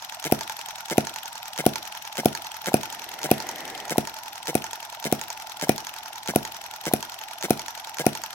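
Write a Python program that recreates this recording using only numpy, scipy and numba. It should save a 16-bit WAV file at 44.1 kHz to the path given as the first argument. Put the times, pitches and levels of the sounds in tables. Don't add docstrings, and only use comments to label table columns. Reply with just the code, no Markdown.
import sys
import numpy as np
from scipy import signal
from scipy.fft import rfft, irfft, next_fast_len
from scipy.io import wavfile
from numba import njit

SR = 44100
rng = np.random.default_rng(int(sys.argv[2]) if len(sys.argv) > 2 else 0)


def to_wav(s):
    ch = np.atleast_2d(s).T
    pcm = np.round(np.clip(ch, -1, 1) * 32767)
    wavfile.write(sys.argv[1], SR, pcm.astype(np.int16))


N = 367779
TIME = np.arange(N) / SR
SOFT_TAP_PHASE, SHUT_PHASE, TOP_CENTRE_PHASE = .077, .23, .3
IGNITION_SHARE, PUSH_SHARE = .755, .9


def undb(db):
    return 10 ** (np.asarray(db) / 20)


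def unit(x):
    return x / np.sqrt(np.mean(x ** 2))


def unit_hit(x):
    return x / np.sqrt(np.mean(np.sum(x ** 2, axis=-1)) / (.005 * SR))


def bin_gains(points, size):
    hz, db = np.transpose(points)
    return undb(np.interp(np.log(np.fft.rfftfreq(size, 1 / SR) + 1), np.log(hz), db))


def colour(x, points, size=2048):
    cepstrum = irfft(np.log(bin_gains(points, size)))
    cepstrum[1:size // 2] *= 2
    cepstrum[size // 2 + 1:] = 0
    response = irfft(np.exp(rfft(cepstrum)))
    return signal.oaconvolve(np.atleast_2d(x), response[None], axes=1)[:, :x.shape[-1]]


def ring(x, response):
    return signal.oaconvolve(np.atleast_2d(x), np.atleast_2d(response), axes=1)[:, :N]


def fade(t60_s, count=4096):
    return undb(-60 * np.arange(count) / SR / t60_s)


def burst(t60_s, count=4096):
    return rng.standard_normal(count) * fade(t60_s, count)


def modes(table, count=2048):
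    t = np.arange(count) / SR
    return sum(undb(db) * np.sin(2 * np.pi * hz * t) * fade(t60_s, count) for hz, t60_s, db in table)


def place(times_s, levels_db, sound):
    out = np.zeros(N)
    for at_s, db in zip(times_s, np.broadcast_to(levels_db, len(times_s))):
        start = int(at_s * SR)
        if 0 <= start < N:
            piece = sound()[:N - start]
            out[start:start + len(piece)] += undb(db) * piece
    return out


def contact(t60_s, chatter):
    force = chatter * burst(t60_s, 512)
    force[0] += 1
    return force / np.sqrt(np.sum(force ** 2))


@njit
def bandpass(x, hz, width_hz):
    out, band_state, low_state = np.empty(len(x)), 0., 0.
    for i in range(len(x)):
        gain, damping = np.tan(np.pi * hz[i] / SR), width_hz / hz[i]
        band = (band_state + gain * (x[i] - low_state)) / (1 + gain * (gain + damping))
        band_state = 2 * band - band_state
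        low_state += 2 * gain * band
        out[i] = damping * band
    return out


# frequency in Hz, left minus right in dB.
BALANCE = [(200, 0.5), (750, -3.5), (1300, -2.5), (2500, 8), (4200, 1.5), (5800, -8), (8000, 4),
           (11000, 6.5), (15000, 7.5)]
def stereo(x, lag_s=0.00012):
    count = x.shape[-1]
    size = 2 * next_fast_len(count // 2 + 1024, True)
    side = np.sqrt(bin_gains(BALANCE, size))
    delay = np.exp(-2j * np.pi * np.fft.rfftfreq(size, 1 / SR) * lag_s)
    return irfft(rfft(x, size) * np.array([side, delay / side]), size)[:, :count]


def crank(cycle_s=.096, pop_before_s=-.345, pop_after_s=8.717):
    pop_s, lead_s, slowing_pct = np.transpose(FIRINGS)[:3]
    pop_s = np.r_[pop_before_s, pop_s, pop_after_s]
    lead_s = np.r_[lead_s, lead_s.mean()]
    slowing = np.r_[slowing_pct.mean(), slowing_pct] / 100
    times, phases, done = [], [], 0
    for start, end, lead, rate in zip(pop_s, pop_s[1:], lead_s, slowing):
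        cycles = round((end - start) / cycle_s)
        coast = np.linspace(0, cycles - 1 + SHUT_PHASE, 200)
        times.append(start + (end - lead - start) * np.expm1(rate * coast) / np.expm1(rate * coast[-1]))
        phases.append(done + coast)
        done += cycles
    return np.interp(TIME, np.concatenate(times), np.concatenate(phases))


def when(phase, targets):
    return np.interp(targets, phase, TIME, left=-1, right=-1)


# frequency in Hz, level in dB.
AIR_SPECTRUM = [(20, -40), (50, -7.5), (110, -2.5), (300, -10), (450, -22), (1500, -23), (8000, -53)]
RUSH_SPECTRUM = [(70, -17), (130, -9), (330, 2), (550, -1), (780, 5), (1150, -10), (1550, -6), (1920, 2.5),
                 (2500, -10), (16000, -31)]
def room_air(air_db=-64.5, rush_db=-39.5, peak_s=3.705, rise_s=0.68, fall_s=0.27, floor_db=-19.5):
    air, rush = (rng.standard_normal(N) + .5 * rng.standard_normal((2, N)) for _ in range(2))
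    late_s = TIME - peak_s
    swell = np.exp(-(late_s / np.where(late_s < 0, rise_s, fall_s)) ** 2)
    swell = np.maximum(swell, undb(floor_db) * (late_s > 0))
    air = undb(air_db) * unit(colour(air, AIR_SPECTRUM))
    return air + undb(rush_db) * swell * unit(colour(rush, RUSH_SPECTRUM))


# frequency in Hz, level in dB.
SLIDE_SPECTRUM = [(200, -48), (480, -27), (1100, 4), (1420, 6.5), (2100, -2), (3200, -4.5), (4800, -3),
                  (5700, 3), (7500, -11), (9800, -26), (10700, -9.5), (11600, -9.5), (16000, -20)]
def sliding(phase, stroke_db=4, cam_db=4, speed_db=20):
    speed = np.gradient(phase) / np.mean(np.gradient(phase))
    stroke = np.abs(np.sin(4 * np.pi * (phase - TOP_CENTRE_PHASE)))
    cam = np.cos(2 * np.pi * (phase - .25))
    hiss = unit(stereo(colour(rng.standard_normal((2, N)), SLIDE_SPECTRUM)))
    return hiss * undb(-49 + stroke_db * stroke + cam_db * cam + speed_db * (speed - 1))


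def cylinder(phase, tap_s, tap_db, shut_s, centre_hz=865, swing_hz=55, width_hz=170., gulp_hz=680.):
    pitch_hz = centre_hz + swing_hz * np.sin(4 * np.pi * (phase - 0.022))
    hum = bandpass(bandpass(rng.standard_normal(N), pitch_hz, width_hz), pitch_hz, 2 * width_hz)
    passband = signal.butter(4, [600, 1030], "band", fs=SR, output="sos")
    hum = unit(signal.sosfilt(passband, hum))
    at_bottom = np.exp(-(np.cos(2 * np.pi * (phase - TOP_CENTRE_PHASE)) / 0.33) ** 2)
    gulp = bandpass(at_bottom * rng.standard_normal(N), np.full(N, gulp_hz), width_hz=155.)
    gulp = unit(signal.sosfilt(passband, gulp))
    t = np.arange(4096) / SR
    ping_hz = centre_hz + 110 * fade(0.038)
    ping_envelope = fade(0.031) * (1 - np.exp(-t / 0.011))
    ping = unit_hit(np.sin(2 * np.pi * np.cumsum(ping_hz) / SR) * ping_envelope)
    pings = place(tap_s, tap_db - 3.5, lambda: ping) + place(shut_s, -35, lambda: ping)
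    return stereo(np.array([undb(-45) * hum + undb(-52) * gulp + pings] * 2))


def ring_scuff(phase, centre_hz=3000, rise_hz=700, level_db=-42.5, span_cycles=0.081):
    from_top = ((2 * (phase - TOP_CENTRE_PHASE) + .5) % 1 - .5) / 2 / span_cycles
    pitch_hz = centre_hz + rise_hz * np.clip(from_top, -2, 2)
    scuff = np.array([unit(bandpass(bandpass(noise, pitch_hz, 3700.), pitch_hz, 5900.))
                      for noise in rng.standard_normal((2, N))])
    return scuff * np.exp(-from_top ** 2) * undb(level_db + np.array([[2], [-2]]))


# frequency in Hz, t60 in seconds, level in dB.
BRASS_MODES = [(1424, 0.026, -5), (5790, 0.033, -10)]
def metal(spectrum, t60_s, tail_t60_s, tail_db):
    dense = np.array([burst(t60_s) + undb(tail_db) * burst(tail_t60_s) for _ in range(2)])
    dense /= np.sqrt(np.sum(dense ** 2, axis=1, keepdims=True))
    dense[:, 0] += .9
    t = np.arange(dense.shape[1]) / SR
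    frame = sum(undb(db) * np.cos(2 * np.pi * hz * t - rng.uniform(0, 1, (2, 1))) * fade(decay_s)
                for hz, decay_s, db in BRASS_MODES)
    return unit_hit(stereo(unit_hit(colour(dense, spectrum)) + frame))


# turns after top dead centre, level in dB, chatter, cutoff in Hz.
ROD_KNOCKS = [(0, -34.5, 0.18, 4320), (.047, -34.5, 0.3, 15800), (0.487, -35, .17, 3200)]
# frequency in Hz, level in dB.
KNOCK_SPECTRUM = [(300, -43), (600, -30), (1120, -4.5), (1420, 6), (2000, -2.5), (3000, 0.5), (4200, 3.5),
                  (5000, -5), (8000, -5.5), (10500, -6), (12700, 0), (16000, -8)]
def rod_knocks(phase, shut_s, lead_s, push_db=-33, jitter_s=.0002, scatter_db=0.1):
    turns = np.arange(2 * np.floor(phase[0]), 2 * phase[-1])
    compressed_phase = np.floor(np.interp(shut_s, TIME, phase)) + TOP_CENTRE_PHASE + .5
    pushes = place(shut_s + PUSH_SHARE * lead_s, push_db, lambda: contact(t60_s=0.0064, chatter=0.45))
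    out = ring(pushes, metal(KNOCK_SPECTRUM, t60_s=0.0045, tail_t60_s=0.05, tail_db=-16))
    for share, db, chatter, cutoff_hz in ROD_KNOCKS:
        knock_phase = TOP_CENTRE_PHASE + (turns + share) / 2
        loose = np.abs(knock_phase[:, None] - compressed_phase).min(axis=1) > .1
        chance = rng.standard_normal((loose.sum(), 2))
        knock_s = when(phase, knock_phase[loose]) + jitter_s * chance[:, 0]
        knocks = place(knock_s, db + scatter_db * chance[:, 1], lambda: contact(0.0055, chatter))
        knocks = signal.sosfilt(signal.butter(2, cutoff_hz, fs=SR, output="sos"), knocks)
        out += ring(knocks, metal(KNOCK_SPECTRUM, t60_s=0.004, tail_t60_s=0.045, tail_db=-15))
    return out


# start in seconds, level in dB.
HARD_LATCH_TAPS = [(.4093, -27), (.4967, -27.5), (.5908, -31.5), (.686, -31), (1.0699, -27.5),
                   (1.1601, -27.5), (1.2572, -32.5), (1.7575, -24), (2.3503, -25.5), (2.8324, -26.5),
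                   (2.9261, -30), (3.4018, -28.5), (3.4896, -26), (4.0727, -28), (4.6416, -28),
                   (4.7316, -28), (5.2134, -27), (5.3026, -28.5), (5.7801, -27.5), (5.8686, -29.5),
                   (6.4508, -27), (7.0268, -27.5), (7.594, -28), (7.6823, -29.5), (8.1511, -27.5),
                   (8.2367, -27)]
def latch_taps(phase, soft_db=-35):
    hard_s, hard_db = np.transpose(HARD_LATCH_TAPS)
    pop_s = np.transpose(FIRINGS)[0]
    taken_cycles = np.round(np.interp(np.r_[pop_s, hard_s], TIME, phase))
    free_cycles = np.setdiff1d(np.arange(np.ceil(phase[0]), phase[-1]), taken_cycles)
    soft_s = when(phase, free_cycles + SOFT_TAP_PHASE)
    return np.r_[hard_s, soft_s], np.r_[hard_db, np.full(len(soft_s), soft_db)]


# frequency in Hz, level in dB.
CLICK_SPECTRUM = [(60, -41), (500, -3), (1100, -15), (1400, 6.5), (2000, 2.5), (2700, 1), (4200, 3),
                  (6200, 2.5), (8500, -8.5), (12500, -5), (16000, -13.5)]
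def valve_gear(tap_s, tap_db, shut_s, seat_db=-27.5):
    taps = place(tap_s, tap_db, lambda: contact(t60_s=0.014, chatter=0.39))
    seats = place(shut_s, seat_db, lambda: contact(t60_s=0.0084, chatter=0.065))
    return ring(taps + seats, metal(CLICK_SPECTRUM, t60_s=0.0055, tail_t60_s=0.05, tail_db=-17.5))


# seconds after the exhaust valve shuts, air in dB, rasp in dB.
VALVE_FLAPS = [(.0139, -24, -37), (.0200, -25, -31.5), (.0263, -25, -31.5), (.0318, -31.5, -39.5)]
# frequency in Hz, level in dB.
SNORE_SPECTRUM = [(80, -31), (160, -2), (480, 1.5), (750, -1.5), (1150, -17.5), (1600, -3), (2150, -16),
                  (2800, -34), (8000, -10), (16000, -15.5)]
# frequency in Hz, t60 in seconds, level in dB.
INTAKE_MODES = [(1663, 0.047, 0), (2040, 0.008, -10), (2110, 0.018, 8.5)]
def intake(shut_s, push_s=0.00015, thud_db=-4, gasp_db=-7, tick_db=-32.5, lift_db=-28, lift_s=0.0094):
    delay_s, air_db, rasp_db = np.tile(VALVE_FLAPS, (len(shut_s), 1)).T
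    jitter, scatter_db = rng.standard_normal((len(delay_s), 2)).T
    flap_s = np.repeat(shut_s, len(VALVE_FLAPS)) + delay_s + 0.0006 * jitter
    t = np.arange(2048) / SR
    thud = unit_hit(colour(np.exp(-(t / push_s - 2) ** 2), SNORE_SPECTRUM))[0]
    thuds = place(flap_s - 2 * push_s, air_db + thud_db + scatter_db, lambda: -thud)
    gasp = lambda: unit_hit(colour(burst(0.022, 2048), SNORE_SPECTRUM))[0]
    gasps = place(flap_s, air_db + gasp_db, gasp)
    rasp = lambda: unit_hit(signal.fftconvolve(modes(INTAKE_MODES), contact(t60_s=0.0077, chatter=0.33)))
    rasps = place(flap_s, rasp_db + scatter_db, rasp)
    ticks = place(flap_s, tick_db, lambda: contact(t60_s=0.029, chatter=1.0))
    lifts = place(shut_s + lift_s, lift_db, lambda: contact(t60_s=0.0024, chatter=0.058))
    clicks = ring(ticks + lifts, metal(CLICK_SPECTRUM, t60_s=0.004, tail_t60_s=0.04, tail_db=-9.5))
    return stereo(np.array([thuds + gasps + rasps] * 2)) + clicks


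def compression(ignition_s, width_s=.022):
    return sum(np.exp(-((TIME - peak_s) / width_s) ** 2) for peak_s in ignition_s)


def blow_by(pressure, leak_db=-47):
    return undb(leak_db) * pressure * unit(stereo(colour(rng.standard_normal((2, N)), KNOCK_SPECTRUM)))


def ignition(ignition_s, blip_hz=780, width_s=0.0012):
    t = np.arange(512) / SR - 2 * width_s
    blip = np.sin(2 * np.pi * blip_hz * t) * np.exp(-(t / width_s) ** 2)
    ignition_db = np.transpose(FIRINGS)[-1]
    return place(ignition_s - 2 * width_s, ignition_db, lambda: blip)


# pop in seconds, lead in seconds, slowing afterwards in % per cycle,
# then thump, jet, outlet tube, whistle and ignition levels in dB.
FIRINGS = [(.3215, .08, 3.55, -10, -18.5, -29, -19, -26), (.9797, .08, 3.85, -9.5, -21, -25, -23, -26.5),
           (1.6628, 0.085, 3.7, -8.5, -17.5, -33, -20.5, -21),
           (2.256, 0.085, 3.85, -9, -18, -30, -22.5, -22), (2.7404, .081, 3.25, -9, -20, -25, -20.5, -20.5),
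           (3.3125, 0.081, 3.95, -8.5, -16, -23, -19, -20),
           (3.9804, 0.084, 3.25, -12.5, -18.5, -28, -23.5, -18.5),
           (4.5516, 0.08, 3.95, -13, -22.5, -25, -21.5, -26),
           (5.124, .082, 4.05, -13, -17.5, -30, -25, -27),
           (5.6921, .0792, 3.75, -10.5, -16, -22.5, -28, -23),
           (6.3585, .083, 3.4, -10.5, -19.5, -28, -20, -20), (6.935, .0805, 3.2, -13, -21.5, -28, -18, -18),
           (7.505, .079, 3.7, -11, -16.5, -27.5, -22, -26), (8.0643, .079, 3.7, -10, -18.5, -24, -22, -22)]
# frequency in Hz, level in dB.
THUMP_SPECTRUM = [(20, -28), (42, -21.5), (72, -7.5), (105, 0.5), (170, -3), (250, -2), (400, -2),
                  (560, 1.5), (730, 5), (900, -1), (1300, -27), (3000, -17)]
JET_SPECTRUM = [(60, -3), (800, -1), (1900, -19), (2480, -13), (2900, -5.5), (3500, -5), (4400, -6.5),
                (5700, -2.5), (7300, -8), (9500, -1), (12500, -6.5), (14000, -9), (16000, 1)]
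WHISTLE_SPECTRUM = [(6500, -21), (8300, -10), (9200, -12), (10100, -6), (10700, -2.5), (11250, 1.5),
                    (11800, -3), (12900, -15), (16000, -51)]
# frequency in Hz, t60 in seconds, level in dB.
OUTLET_MODES = [(2460, 0.012, 2), (3920, 0.012, -11)]
def exhaust(swell_s=0.00098, peak_s=0.00287, stop_s=0.0007,
            muffler_hz=700, muffler_t60_s=0.014, muffler_db=-8.5, jet_pan_db=4, recoil_db=-21):
    pop_s, _, _, thump_db, jet_db, tube_db, whistle_db, _ = np.transpose(FIRINGS)
    t = np.arange(4096) / SR
    late_s = t - peak_s
    flow = np.exp(-(late_s / np.where(late_s < 0, swell_s, stop_s)) ** 2)
    pressure = -np.gradient(flow)
    crack = 0.34 * np.exp(-((t - .0005) / 0.00037) ** 2)
    muffler_decay = undb(-60 * np.abs(late_s) / muffler_t60_s) * (late_s > 0)
    muffler = undb(muffler_db) * np.sin(2 * np.pi * muffler_hz * late_s) * muffler_decay
    thump = unit_hit(colour(crack + pressure / pressure.max() + muffler, THUMP_SPECTRUM))[0]
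    thumps = place(pop_s, thump_db, lambda: thump)
    gap = np.exp(-((t - .0017) / 0.00092) ** 2) + undb(-20.5) * fade(0.12)

    def tube_ring():
        return unit_hit(signal.fftconvolve(gap * rng.standard_normal(len(t)), modes(OUTLET_MODES)))

    def gap_noise(spectrum):
        noise = gap * rng.standard_normal(len(t))
        detune = np.exp(0.025 * rng.standard_normal())
        return unit_hit(colour(noise, np.array(spectrum) * [detune, 1]))[0]

    jets = np.array([place(pop_s, tube_db, tube_ring) for _ in range(2)])
    for db, spectrum in ((jet_db, JET_SPECTRUM), (whistle_db, WHISTLE_SPECTRUM)):
        jets += np.array([place(pop_s, db, lambda: gap_noise(spectrum)) for _ in range(2)])
    recoil = place(pop_s + peak_s, thump_db + recoil_db, lambda: unit_hit(modes(BRASS_MODES)))
    return stereo(np.array([thumps + recoil] * 2)) + jets * undb([[jet_pan_db], [-jet_pan_db]])


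# frequency in Hz, t60 in seconds, level in dB.
BOOM_MODES = [(51.6, 0.63, -62), (144.5, 0.24, -56.5), (216, 0.17, -53), (271.3, 0.16, -59),
              (349.4, 0.19, -63.5)]
def room(x, t60_s=0.38, wet_db=-19, predelay_s=.007, count=22050):
    t = np.arange(count) / SR
    echoes = np.array([burst(t60_s, count), burst(t60_s, count)]) * 1.4 + burst(t60_s, count)
    echo_spectrum = [(100, 2.5), (280, -2.5), (600, -1.5), (2000, -1.5), (12000, -7.5)]
    echoes = colour(echoes * (t > predelay_s), echo_spectrum)
    boom = sum(undb(db) * np.cos(2 * np.pi * hz * t) * fade(decay_s, count)
               for hz, decay_s, db in BOOM_MODES)
    return ring(x, undb(wet_db) * echoes / np.sqrt(np.sum(echoes[0] ** 2)) + boom)


# time in seconds, piston noise gain in dB.
PISTON_GAIN = [(3, 1), (4, -0.5)]
def scene():
    phase = crank()
    pop_s, lead_s = np.transpose(FIRINGS)[:2]
    shut_s = pop_s - lead_s
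    ignition_s = shut_s + IGNITION_SHARE * lead_s
    tap_s, tap_db = latch_taps(phase)
    pressure = compression(ignition_s)
    piston = rod_knocks(phase, shut_s, lead_s) + (1 - pressure) * ring_scuff(phase)
    piston += blow_by(pressure) + sliding(phase)
    piston *= undb(np.interp(TIME, *np.transpose(PISTON_GAIN)))
    firing = exhaust() + intake(shut_s) + ignition(ignition_s)
    engine = firing + valve_gear(tap_s, tap_db, shut_s) + cylinder(phase, tap_s, tap_db, shut_s) + piston
    return engine + room(engine) + room_air()


def record(dry):
    return signal.sosfilt(signal.ellip(8, .2, 70, 16200, fs=SR, output="sos"), np.clip(dry, -1, 1))


dry = scene()
out = record(dry)
to_wav(out)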